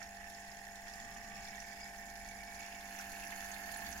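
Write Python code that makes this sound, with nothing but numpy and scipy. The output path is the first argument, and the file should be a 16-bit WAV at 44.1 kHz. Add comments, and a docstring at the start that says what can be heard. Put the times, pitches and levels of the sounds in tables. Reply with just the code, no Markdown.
"""A steady hum, with bubbles crackling through it: the water pump of a liquid-cooled computer.
Periodic rotation makes the hum a harmonic series on the shaft speed. The impeller churns the coolant in
two surges a turn, entrained air fizzes, gurgles and pops, the case resonates and fans rumble behind.
Towards the end the listener moves over the pump, which grows louder and brighter on the right."""
import sys
import numpy as np
from scipy import signal
from scipy.io import wavfile
from scipy.ndimage import uniform_filter1d

SR = 44100
rng = np.random.default_rng(int(sys.argv[2]) if len(sys.argv) > 2 else 0)


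def log_audio(samples):
    """Write samples as a 16-bit WAV file to the path given in sys.argv[1]."""
    # one column per channel
    frames = np.atleast_2d(samples).T
    # limit to full scale, then quantise
    limited = np.clip(frames, -1, 1)
    pcm = np.round(limited * 32767).astype(np.int16)
    wavfile.write(sys.argv[1], SR, pcm)


N = 176400
TIME = np.arange(N) / SR

# Path of the listener (time [s], nearness to the pump [0 far, about 1 near])
NEARNESS = [(0, 0), (.7, 0), (1.3, 0.1), (1.6, 0.17), (2.2, 0.23), (2.7, 0.37), (3, 0.75), (3.3, 0.86),
            (3.75, 1.05), (4, 0.87)]
# Pump partials (harmonic number, far left [dB], far right [dB], near left [dB], near right [dB],
# left phase lead [rad])
HARMONICS = [(1, -67, -70, -65, -69, -0.0), (4, -63, -66, -62.5, -59.5, 0), (5, -77, -79, -75, -73, -0.4),
             (6, -75, -83, -68, -72, -0.4), (8, -77, -82, -78, -76, -0.0), (9, -78, -76, -86, -73, 0.3),
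             (12, -77, -76, -77, -73, -0.2), (13, -79, -82, -77, -69, -0.8),
             (14, -57.5, -58, -57.5, -54.3, -0.3), (15, -85, -76, -77, -69, 0.9),
             (16, -65, -59, -62, -57, 0.5), (17, -69, -63, -69, -62.7, 0.6), (18, -72, -71, -69, -64, -0.0),
             (21, -75, -82, -71, -71, 0.9), (27, -80, -83, -72, -86, 2.3), (28, -79, -78, -78, -73, 2.4),
             (30, -79, -80, -77, -74, 1.7), (31, -71, -74, -70, -69, 0.3), (32, -72, -71, -70, -66, 2.1),
             (33, -70, -71, -67, -65, 0.2), (34, -69, -74, -71, -56.2, 0.9),
             (35, -71, -73, -73, -57.7, 1.0), (36, -67, -61.5, -66.5, -53, 1.3),
             (37, -88, -66, -72, -61, 1.8), (38, -78, -68, -79, -68, -2.3), (39, -88, -72, -87, -78, -2.7),
             (43, -82, -74, -87, -72, 2.4), (46, -86, -74, -69, -73, -1.5)]
def pump_hum(angle, waver_db=0.26):
    """Harmonic series: periodic rotation radiates at whole multiples of the shaft speed."""
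    near, out = curve(NEARNESS), np.zeros((2, N))
    for harmonic, far_l, far_r, near_l, near_r, lead in HARMONICS:
        phase = harmonic * angle + 2 * np.pi * rng.random()
        waver = waver_db * drift(8.7)
        out[0] += amp(far_l + (near_l - far_l) * near + waver) * np.cos(phase + lead)
        out[1] += amp(far_r + (near_r - far_r) * near + waver) * np.cos(phase)
    return np.sqrt(2) * out


# Air passing the impeller (time [s], relative level [dB])
AIR_LOAD = [(0, 3), (.1, -1), (.2, -1), (.35, 1), (.7, -1.5), (.88, 1), (1, 2), (1.15, 0.5), (1.45, 3),
            (1.62, 0), (1.72, 1.5), (1.81, 1), (1.92, -0.5), (2.5, -0.5), (2.65, 2), (2.82, -0.5), (3, 0),
            (4, 0)]
# Coolant spectrum (frequency [Hz], far left [dB], far right [dB], near left [dB], near right [dB])
CHURN_SPECTRUM = [(628, -90, -110.5, -124, -80), (736, -85.5, -82.5, -101, -77.5),
                  (901.5, -96, -92.5, -83, -85), (917, -109, -100, -107, -99), (1080, -93, -97, -83, -86.5),
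                  (1166, -100.5, -99.5, -105, -93), (1320, -101.5, -101.5, -87.5, -86),
                  (1444, -92.5, -96, -87.5, -87), (1820, -94.5, -81, -81, -77),
                  (1856, -104, -76, -109, -84), (2080, -93, -88, -90, -83), (2140, -93.5, -87, -93, -78),
                  (2380, -95.5, -93.5, -89, -86), (2570, -93, -89, -93, -84.5),
                  (3155, -100, -103, -87, -96)]
def churn(angle):
    """Amplitude modulation: the coolant surges twice a turn, once harder, and shakes the housing."""
    surge = unit_rms(amp(0.5 * np.cos(2 * angle) + np.cos(angle)))
    evened = np.sqrt(bursts())  # bursts evened out so the churn sounds smooth, without knocks
    drive = froth(0.75, evened / evened.mean()) * surge
    return amp(-0.5 + 0.92 * curve(AIR_LOAD)) * colour(drive, CHURN_SPECTRUM, patchy_db=1, size=1024)


# Fizz spectrum (frequency [Hz], far left [dB], far right [dB], near left [dB], near right [dB])
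FIZZ_SPECTRUM = [(3180, -99, -84, -99, -99), (3376, -90, -104, -81, -98), (3890, -102, -102, -100.5, -94.5),
                 (4360, -93, -98, -82.5, -90.5), (4680, -99, -101, -94, -87),
                 (5020, -100, -94, -84.5, -91.5), (5580, -102, -89.5, -99, -89),
                 (6240, -97, -95.5, -90.5, -84), (6890, -93, -89.5, -102.5, -82),
                 (7860, -99, -102, -92, -100), (9200, -103, -104, -99, -99),
                 (9900, -102, -104, -105.5, -92.5), (10130, -107, -105, -103, -103),
                 (10700, -97.5, -99, -100, -83.5), (11430, -107, -101, -102, -94),
                 (13300, -106, -104, -99, -87.5), (13500, -108, -100, -101, -102),
                 (14000, -109, -109, -104, -96), (16300, -111, -106, -104, -95)]
def fizz(angle, crossover_hz=8340):
    """Shot noise: bubbles chopped by the impeller make a coarse crackle and a higher, smoother spray."""
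    turn, coarse = amp(-0.5 * np.cos(angle)), bursts()
    crackle = colour(froth(0.56, coarse) * turn, FIZZ_SPECTRUM, patchy_db=3, size=256)
    fine = (coarse + bursts()) / 2
    spray = colour(froth(0.46, fine) * turn, FIZZ_SPECTRUM, patchy_db=3, size=256)
    lowpass = signal.butter(4, crossover_hz, fs=SR, output="sos")
    highpass = signal.butter(4, 0.88 * crossover_hz, "highpass", fs=SR, output="sos")
    return (signal.sosfiltfilt(lowpass, crackle) * amp(-2 + curve(AIR_LOAD))
            + signal.sosfiltfilt(highpass, spray) * amp(-1 + 0.081 * curve(AIR_LOAD)))


# Larger bubbles bursting (time [s], relative level [dB], frequency [Hz], left minus right [dB])
POPS = [(0.016, -41.5, 1830, -11), (0.0285, -46, 5350, -9), (0.207, -47, 1810, -9), (0.240, -46, 1807, -12),
        (0.2965, -46, 10900, 2), (0.3466, -43, 5190, -3), (0.515, -44, 5220, -6), (0.7701, -50, 5360, -8),
        (0.870, -44, 1900, -9), (0.8799, -45, 5190, -6), (0.897, -48, 5230, -3), (0.936, -41, 5320, -4),
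        (0.997, -48, 5150, -5), (1.3553, -44, 5260, 3), (1.45, -42, 5140, -1), (1.483, -42, 5490, -3),
        (1.5057, -49, 5080, -2.5), (1.578, -45.5, 1890, -11), (1.6008, -38.5, 5830, -3),
        (2.2872, -43.5, 6570, -9), (2.907, -48, 10700, -13), (2.985, -45.5, 2700, -4),
        (2.9891, -38.5, 5860, -5), (2.996, -40, 1527, 0), (3.234, -44.5, 2630, 3), (3.322, -42.5, 2130, -8),
        (3.382, -46, 11330, -14), (3.515, -41, 6500, -13), (3.563, -44, 2110, -12),
        (3.721, -38, 10940, -12), (3.7438, -41.5, 6880, -12), (3.771, -37, 10800, -8),
        (3.8654, -41, 4480, 3), (3.8881, -40, 10960, -4), (3.926, -41, 6320, -13)]
def pops(rise_s=0.0009, decay_s=0.004, width_hz=195, reference_hz=5300):
    """Damped oscillation: a bursting bubble splashes around an unsteady pitch; big ones ring longer."""
    out, t = np.zeros((2, N)), np.arange(0, .05, 1 / SR)
    for start, db, hz, pan_db in POPS:
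        noise, jitter = rng.standard_normal((2, 2, len(t)))
        smallness = hz / reference_hz  # scales the decay and the line width
        wander = np.cumsum(jitter, axis=1) * np.sqrt(2 * np.pi * width_hz * smallness / SR)
        ring = np.sin(2 * np.pi * hz * t + wander + 2 * np.pi * rng.random((2, 1)))
        band = signal.butter(2, [.75 * hz, 1.35 * hz], "bandpass", fs=SR, output="sos")
        pop = unit_rms(ring) + 0.36 * unit_rms(signal.sosfilt(band, noise))
        pop *= (1 - np.exp(-t / rise_s)) * np.exp(-t / decay_s * np.sqrt(smallness))
        slot = out[:, round(start * SR):][:, :len(t)]
        slot += pop[:, :slot.shape[1]] * amp(db - 1 + np.array([[pan_db], [-pan_db]]) / 2)
    return out


def gurgle(sizes=16, per_s=180, decay_cycles=10, glide=0.0081):
    """Bubble resonance: each size rings briefly in the tubes at its own pitch, gliding upward."""
    t, out = np.arange(0, .04, 1 / SR), np.zeros((2, N))
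    for hz in np.geomspace(1755, 1963, sizes):
        age = hz * t / decay_cycles
        cycles = hz * t * (1 + glide * age / 2) + rng.random((2, 1))
        ring = np.exp(-age) * (1 - np.exp(-10 * age)) * np.sin(2 * np.pi * cycles)
        onsets = clicks(per_s / sizes, spread_db=3)
        out += signal.oaconvolve(onsets[None], ring, axes=1)[:, :N] / hz
    return amp(curve(AIR_LOAD) + 8.5 * curve(NEARNESS)) * amp([[-73], [-65]]) * unit_rms(out)


# Excitation of each bubble-driven resonance (time [s], relative level [dB])
BUZZ_LEVEL = [(0, 4), (.1, -3), (.25, 5), (.5, -5.5), (.9, 1), (2.1, -4), (2.9, -17), (3.3, 2), (3.75, 8.5),
              (4, -3)]
RING_LEVEL = [(0, -21), (1.25, -10), (1.5, 1.5), (2, -1.5), (2.7, 2.5), (2.9, -6), (4, -18)]
RASP_LEVEL = [(0, -11.5), (1.25, -15), (1.38, -0.5), (1.5, -25), (2.5, -32), (2.64, -1.5), (2.85, -6),
              (3, 2), (3.1, -3), (4, -8)]
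WHISTLE_LEVEL = [(1.3, -28), (1.72, -10), (1.81, 3), (1.9, -14), (2.7, -13), (2.9, -27)]
SIZZLE_LEVEL = [(0, -3.5), (1.5, -19), (2.1, -1.5), (2.8, -3), (3.2, 6.5), (4, -7)]
# Ringing of the crackle (frequency [Hz], pole bandwidth [Hz], left [dB], right [dB])
CRACKLE_MODES = [(5240, 420, -68.5, -66.5), (6720, 440, -78, -65)]
def bubble_resonances():
    """Impulsive excitation: bursts of bubble noise set the pump housing and the case ringing."""
    modes = [((1800, 120, -84, -60), BUZZ_LEVEL), ((2265, 95, -64.5, -57.5), RING_LEVEL),
             ((2630, 469, -58, -57.5), RASP_LEVEL), ((5025, 222, -55, -59), WHISTLE_LEVEL),
             ((10952, 680, -73, -65.5), SIZZLE_LEVEL)]
    return (sum(resonance(*mode, level, bursty=1) for mode, level in modes)
            + sum(resonance(*mode, AIR_LOAD, bursty=0.94) for mode in CRACKLE_MODES))


def panel_tone(angle, harmonic=46):
    """Forced resonance: the shaft harmonic that falls on the ringing panel's frequency sings out."""
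    level_db = np.array([[-72], [-73]]) + curve(RING_LEVEL) + drift(8)
    return np.sqrt(2) * amp(level_db) * np.cos(harmonic * angle + 2 * np.pi * rng.random((2, 1)))


# Level of each fan tone and band (time [s], relative level [dB])
THROB_LEVEL = [(0, -23), (.9, -7), (1.1, 4.5), (1.5, -1), (1.8, -1), (2.3, 5), (2.65, -6), (3, -9), (4, 1)]
FLUTTER_LEVEL = [(0, -1.5), (.25, 2.5), (.5, -25), (3.4, -11), (3.9, 6.5)]
BOOM_LEVEL = [(0, -13), (.8, -16), (1.03, 1), (1.4, -2.5), (1.6, -8), (2.2, -7), (2.7, -9.5), (3.6, -20),
              (3.9, 2.5), (4, 0)]
RUSH_LEVEL = [(0, -11), (.8, -13), (1, 0), (1.4, 1), (1.6, -19), (4, -12)]
def air_resonances():
    """Fan tones: smooth air noise from the fans sounds in narrow bands, the blade tones low down and a rush
    near 1.2 kHz."""
    modes = [((44.5, 25, -65.5, -69.5), THROB_LEVEL), ((70.5, 13.5, -67, -67), FLUTTER_LEVEL),
             ((128, 8, -70.5, -72), BOOM_LEVEL), ((215, 49, -61, -64), BOOM_LEVEL),
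             ((1170, 102, -72, -67), RUSH_LEVEL)]
    return sum(resonance(*mode, level, bursty=0) for mode, level in modes)


# Fan spectrum (frequency [Hz], far left [dB], far right [dB], near left [dB], near right [dB])
FAN_SPECTRUM = [(10.2, -65.5, -75, -67.5, -85), (25.2, -85, -80, -79.5, -86), (39.5, -79, -83, -86, -80),
                (55.5, -92, -91.5, -75.5, -89), (67, -81.5, -92, -87, -80), (103, -87.5, -88, -86.5, -91.5),
                (181, -93.5, -97, -89, -102), (204, -97, -96.5, -80, -112),
                (270, -95.5, -100.5, -89.5, -85.5), (444, -94, -100, -99, -92),
                (497, -100, -93, -101, -89.5), (660, -88.5, -115.5, -92, -99)]
def fans():
    """Flow noise: air moved by the fans rumbles in the case."""
    return amp(-2) * colour(rng.standard_normal((2, N)), FAN_SPECTRUM, patchy_db=0, size=4096)


def echoes(x, t60_s=0.09, wet_db=-5):
    """Reverberation: the steel walls return a dense, exponentially decaying tail of reflections."""
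    t = np.arange(0, .06, 1 / SR)
    tail = rng.standard_normal((2, len(t))) * amp(-60 * t / t60_s) * (t > .001)
    wet = signal.oaconvolve(x, tail / np.linalg.norm(tail[0]), axes=1)[:, :N]
    return (x + amp(wet_db) * wet) / np.hypot(1, amp(wet_db))


# Likeness of left and right (frequency [Hz], coherence [0-1], left phase lead [rad])
COHERENCE = [(50, 0.95, 0), (197, 0.81, 0), (403, 0.6, 0.5), (840, 1, -0.5), (1280, 0.23, 0.9),
             (1800, 0.93, 1.4), (2500, 0.23, 2.5), (15100, 0, 0)]
def colour(drive, spectrum, patchy_db, size):
    """Spectral shaping: white noise takes on the spectral density heard at the listener's position."""
    frames = dict(fs=SR, nperseg=size, noverlap=size * 3 // 4)
    hz, t, z = signal.stft(drive, **frames)
    coherence, lead = at_frequency(COHERENCE, hz)[:, :, None]
    z = np.array([z[0] * np.exp(1j * lead), coherence * z[0] + np.sqrt(1 - coherence ** 2) * z[1]])
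    far, near = np.split(at_frequency(spectrum, hz)[:, :, None], 2)
    # the level flickers in random patches of frequency and time
    patches = uniform_filter1d(rng.standard_normal(z.shape[1:]), size=7, axis=0)
    patches = unit_rms(uniform_filter1d(patches, size=5, axis=1))
    margin_hz = np.minimum(hz - spectrum[0][0], spectrum[-1][0] - hz)
    in_band = np.clip(margin_hz / hz[1] + .5, 0, 1)[:, None]
    z = z * np.sqrt(in_band) * amp(far + (near - far) * curve(NEARNESS, t) + patchy_db * patches)
    return np.sqrt(SR / 2) * signal.istft(z, **frames)[1][:, :N]


def resonance(hz, width_hz, left_db, right_db, level, bursty):
    """Modal filtering: two equal poles in cascade select a narrow band of the flow noise."""
    pole = np.exp((2j * np.pi * hz - np.pi * width_hz) / SR)
    left, independent = signal.lfilter([1], np.poly([pole, pole]), froth(bursty, bursts())).real
    coherence = at_frequency(COHERENCE, hz)[0]
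    right = coherence * left + np.sqrt(1 - coherence ** 2) * independent
    return amp(curve(level)) * np.array([amp(left_db) * unit_rms(left), amp(right_db) * unit_rms(right)])


def froth(bursty, power):
    """Addition of powers: stereo noise with the share `bursty` in bursts and the rest a smooth flow."""
    return np.sqrt(1 - bursty + bursty * power) * rng.standard_normal((2, N))


def bursts(per_s=600, decay_s=0.0022):
    """Superposition: each bubble torn up adds a decaying burst of power; the mean is 1."""
    power = signal.lfilter([1], [1, -np.exp(-2 / (decay_s * SR))], clicks(per_s, spread_db=5) ** 2)
    return power / power.mean()


def clicks(per_s, spread_db):
    """Poisson process: randomly timed impulses, mostly small, a few large."""
    size = amp(spread_db * np.minimum(rng.exponential(1, N), 4))
    return size * (rng.random(N) < per_s / SR)


def drift(top_hz):
    """Random modulation: slow sines of random phase sum to a wavering of rms 1."""
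    t = np.linspace(0, N / SR, 800)
    rates = np.geomspace(.5, top_hz, 20)
    slow = sum(np.sin(2 * np.pi * (hz * t + rng.random())) / np.sqrt(hz) for hz in rates)
    return np.interp(TIME, t, unit_rms(slow))


def at_frequency(table, hz):
    """Interpolation of each column on a logarithmic frequency axis."""
    f, *columns = np.transpose(table)
    return np.array([np.interp(np.log(hz + 1), np.log(f + 1), c) for c in columns])


def curve(points, t=TIME):
    """Linear interpolation of (time [s], value) points."""
    return np.interp(t, *np.transpose(points))


def unit_rms(x):
    """Normalisation to rms 1."""
    return x / np.sqrt(np.mean(x ** 2) + 1e-20)


def amp(db):
    """Amplitude ratio of a level in decibels."""
    return 10 ** (np.asarray(db) / 20)


def scene(shaft_hz=49.307, wander_hz=0.0067):
    """Superposition: pump, coolant, case and fans add; one shaft angle keeps the pump's sounds in step."""
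    angle = 2 * np.pi * np.cumsum(shaft_hz + wander_hz * drift(7.04)) / SR
    tones = pump_hum(angle) + panel_tone(angle)
    coolant = churn(angle) + echoes(fizz(angle) + pops()) + gurgle()
    return tones + coolant + fans() + air_resonances() + bubble_resonances()


def record(dry, cutoff_hz=15900):
    """Band limiting: a steep low-pass filter removes the highest treble."""
    lowpass = signal.firwin(511, cutoff_hz, window=("kaiser", 9), fs=SR)
    return signal.oaconvolve(dry, lowpass[None], "same")


dry = scene()
out = record(dry)
log_audio(out)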